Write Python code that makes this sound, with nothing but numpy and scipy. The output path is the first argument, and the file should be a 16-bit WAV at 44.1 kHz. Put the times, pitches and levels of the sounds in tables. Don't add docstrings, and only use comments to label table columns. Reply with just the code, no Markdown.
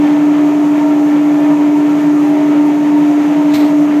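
import sys
import numpy as np
from scipy import signal
from scipy.fft import rfft, irfft, next_fast_len
from scipy.io import wavfile
from scipy.ndimage import map_coordinates

SR = 44100
rng = np.random.default_rng(int(sys.argv[2]) if len(sys.argv) > 2 else 0)


def wav_out(sig):
    wavfile.write(sys.argv[1], SR, np.round(np.clip(np.atleast_2d(sig).T, -1, 1) * 32767).astype(np.int16))


N = 176400
T = np.arange(N) / SR

# frequency in Hz, relative density in dB.
HISS_SPECTRUM = [(1500, -24.5), (4000, -5.5), (5300, -3.5), (6100, 1.5), (6900, 1), (7800, -5), (9000, -10),
                 (10000, -12.5), (11300, -8), (12300, -8), (13500, -10), (15200, -15)]
TUFT_SPECTRUM = [(2000, -11), (5000, -3.5), (9500, -2.5), (13000, 0.5), (15200, -6)]
# peak time in seconds, level in dB, half-width in seconds.
TUFT_CATCHES = [(1.41, -52.5, 0.022), (2.23, -52.5, .06), (2.665, -47.5, .013), (2.97, -52.5, 0.018)]
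# frequency in Hz, relative density in dB.
AIR_SPECTRUM = [(25, -41), (60, -30), (100, -14), (160, -0.5), (215, 0), (260, 5), (350, 3.5), (445, -1.5),
                (478, -5), (510, -1.5), (750, 0), (1000, -2), (1080, -6), (1320, -8), (1480, -10.5),
                (2100, -9.5), (2700, -13.5), (3600, -21), (5000, -30.5), (9000, -50.5)]
# centre in Hz, width in Hz, rms level in dB.
CASING_MODES = [(161.2, 18, -40.5), (290, 24, -29.5), (325.3, 14, -37), (368.7, 22, -34), (406.8, 6.9, -38),
                (431.3, 12, -40), (567.8, 14, -37), (635.4, 14, -36.5), (667.4, 13, -43.5),
                (689.5, 15, -38.5), (721.6, 12, -40.5), (811.3, 9.8, -39), (909, 10, -36), (974, 14, -40),
                (1123, 12, -44.5), (1206, 16, -43), (1267, 7.4, -45.5), (1361, 45, -43), (1772, 40, -45.5),
                (2240, 14, -52)]
# time in seconds, relative level in dB.
LOW_WHISTLE_LEVELS = [(0.03, -47), (0.17, -23), (0.3, -38), (0.47, -25), (0.72, -37.5), (0.86, -22),
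                      (1.1, -36.5), (1.3, -30), (1.49, -21.5), (1.62, -33), (1.73, -27.5), (2.2, -32.5),
                      (2.36, -24), (2.7, -37.5), (3.18, -45), (3.35, -27), (3.6, -26.5), (3.95, -34.5)]
HIGH_WHISTLE_LEVELS = [(0.05, -34), (0.3, -35), (0.55, -35), (0.9, -27.5), (1.08, -45), (1.25, -41),
                       (1.48, -30), (1.95, -34), (2.16, -38), (2.35, -32), (2.55, -37.5), (2.68, -33),
                       (2.85, -46), (2.97, -25), (3.06, -43.5), (3.4, -31), (3.719, -37), (3.95, -42)]
# start in seconds, level in dB.
CONTACTS = [(3.538, -25), (3.543, -24.5), (3.555, -24), (3.568, -29)]
# peak time in seconds, level in dB, half-width in seconds.
SCRAPE_STROKES = [(3.518, -41, .014), (3.553, -30, .012), (3.611, -36, 0.0066), (3.65, -40, .03)]
# frequency in Hz, relative density in dB.
CONTACT_SPECTRUM = [(30, -17), (130, -1), (400, -4.5), (1400, -4), (2000, 1), (2600, -5), (3300, -5.5),
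                    (4100, -3.5), (4700, -9), (6500, -12.5), (8000, -12), (9200, -24.5), (11000, -21.5),
                    (13200, -10.5), (15200, -20.5)]
SCRAPE_SPECTRUM = [(800, -14), (2000, 1), (2700, -4), (4100, 2.5), (5000, -6), (8000, -14.5),
                   (10000, -25.5)]
# frequency in Hz, level in dB, seconds to fall by 60 dB.
METAL_MODES = [(2186, -35, 0.35), (4040, -35, .3), (4100, -35, 0.28), (6070, -47, 0.24), (13250, -43, .2)]
# frequency in Hz, level in dB.
MACHINE_HUMS = [(154, -44.5), (188.5, -49.5), (213.2, -46.5), (308.8, -39), (378, -38.5)]
# multiple of the shaft speed, level in dB.
SHAFT_ORDERS = [(2, -53), (3, -44.5), (4, -46.5), (10, -40.5), (15, -47.5)]
# time in seconds, level in dB.
BLADE_LEVELS = [(0.05, -8.5), (0.83, -10.5), (0.86, -9.5), (1.93, -9.5), (1.99, -12), (2.07, -9),
                (2.41, -10), (2.57, -8), (2.8, -11.5), (2.96, -8.5), (3.32, -10.5), (3.51, -8.5),
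                (3.58, -10.5), (3.64, -6.5), (3.69, -12), (3.8, -7), (3.91, -11.5), (3.95, -9.5)]


def amp(db):
    return 10 ** (np.asarray(db) / 20)


def unit(x):
    return x / np.sqrt(np.mean(x ** 2) + 1e-20)


def wobble(rate):
    return map_coordinates(rng.standard_normal(1024), [T * rate + 2], mode="wrap")


def filtered(x, response):
    size = next_fast_len(N + 8192)
    return irfft(rfft(x, size) * response(np.fft.rfftfreq(size, 1 / SR)), size)[:N]


def noise(spectrum):
    knots_hz, db = np.transpose(spectrum)
    colour = lambda hz: amp(np.interp(np.log(hz + 1), np.log(knots_hz), db))
    return unit(filtered(rng.standard_normal(N), colour))


def resonance(centre_hz, width_hz):
    band = lambda hz: 2j * hz * width_hz / (centre_hz ** 2 - hz ** 2 + 2j * hz * width_hz)
    return unit(filtered(rng.standard_normal(N), lambda hz: band(hz) ** 3))


def tone(cycles):
    return np.sqrt(2) * np.sin(2 * np.pi * (cycles + rng.random()))


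def decay(start, t60):
    return (T >= start) * np.exp(-np.log(1000) * np.maximum(T - start, 0) / t60)


def swells(rows):
    return sum(amp(db) * np.exp(-.5 * ((T - peak) / width) ** 2) for peak, db, width in rows)


def workshop(x, walls_db=-11, low_cut_hz=400):
    tail = (rng.standard_normal(N) * decay(.004, t60=.3))[:SR // 2]
    echo = signal.fftconvolve(x, tail / np.linalg.norm(tail))[:N]
    echo = filtered(echo, lambda hz: hz / (hz + low_cut_hz))
    return unit(x + amp(walls_db) * echo) * np.std(x)


def fibers(hiss_db=-45):
    hiss = amp(hiss_db + 0.56 * wobble(20) + .3 * wobble(3)) * noise(HISS_SPECTRUM)
    return hiss + swells(TUFT_CATCHES) * noise(TUFT_SPECTRUM)


def belt(hum_hz=165.4, turn_hz=11.37, level_db=-35.5, depth=.75, uneven_db=2):
    turns = turn_hz * (T - .03) + 0.046 * wobble(4.8)
    throb = 1 + depth * np.cos(2 * np.pi * turns)
    return amp(level_db) * unit(amp(uneven_db * wobble(8)) * throb * tone(hum_hz * T))


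def duct_whistles(low_hz=634, high_hz=927, trim_db=-1, flutter_db=1, slip_cycles=0.2):
    whistles = 0
    for hz, levels in ((low_hz, LOW_WHISTLE_LEVELS), (high_hz, HIGH_WHISTLE_LEVELS)):
        level_db = np.interp(T, *np.transpose(levels)) + trim_db + flutter_db * wobble(25)
        whistles += amp(level_db) * tone(hz * T + slip_cycles * wobble(22))
    return whistles


def air_whir(rush_db=-25.5, swell_db=2):
    rings = sum(amp(db) * unit(amp(swell_db * wobble(3.93)) * resonance(hz, width))
                for hz, width, db in CASING_MODES)
    rush = amp(rush_db + 1.1 * wobble(14)) * noise(AIR_SPECTRUM)
    return rings + rush


def knock(thud_hz=130, thud_db=-25, attack_s=0.0069, room_db=-8.5):
    power = 0
    for onset, db in CONTACTS:
        direct = decay(onset, t60=0.062)
        room_tail = amp(room_db) * decay(onset, t60=0.55)
        power += amp(db) ** 2 * (direct ** 2 + room_tail ** 2)
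    start = CONTACTS[0][0]
    rise = 1 - np.exp(-np.maximum(T - start, 0) / attack_s)
    thud = amp(thud_db) * decay(start, t60=.4) * np.sin(2 * np.pi * thud_hz * (T - start))
    ring = sum(amp(db) * decay(start, t60) * tone(hz * T + .15 * wobble(120))
               for hz, db, t60 in METAL_MODES)
    rattle = np.sqrt(power) * noise(CONTACT_SPECTRUM)
    scrapes = swells(SCRAPE_STROKES) * noise(SCRAPE_SPECTRUM)
    return rattle + scrapes + rise * (thud + ring)


def blower(shaft_hz=59.014, blades=5, speed_drift=0.00036):
    shaft_time = np.cumsum(1 + speed_drift * wobble(5.08)) / SR
    blade_gain = amp(np.interp(T, *np.transpose(BLADE_LEVELS)))
    drone = blade_gain * tone(blades * shaft_hz * shaft_time)
    orders = sum(amp(db) * tone(order * shaft_hz * shaft_time) for order, db in SHAFT_ORDERS)
    hums = sum(amp(db + 4.3 * wobble(3)) * tone(hz * shaft_time) for hz, db in MACHINE_HUMS)
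    return drone + orders + hums


def scene():
    tones = blower() + belt() + duct_whistles()
    steady_noise = workshop(air_whir() + fibers())
    return (tones + steady_noise + knock())[None]


def record(dry, top_hz=15350):
    return np.array([filtered(channel, lambda hz: hz < top_hz) for channel in dry])


dry = scene()
out = record(dry)
wav_out(out)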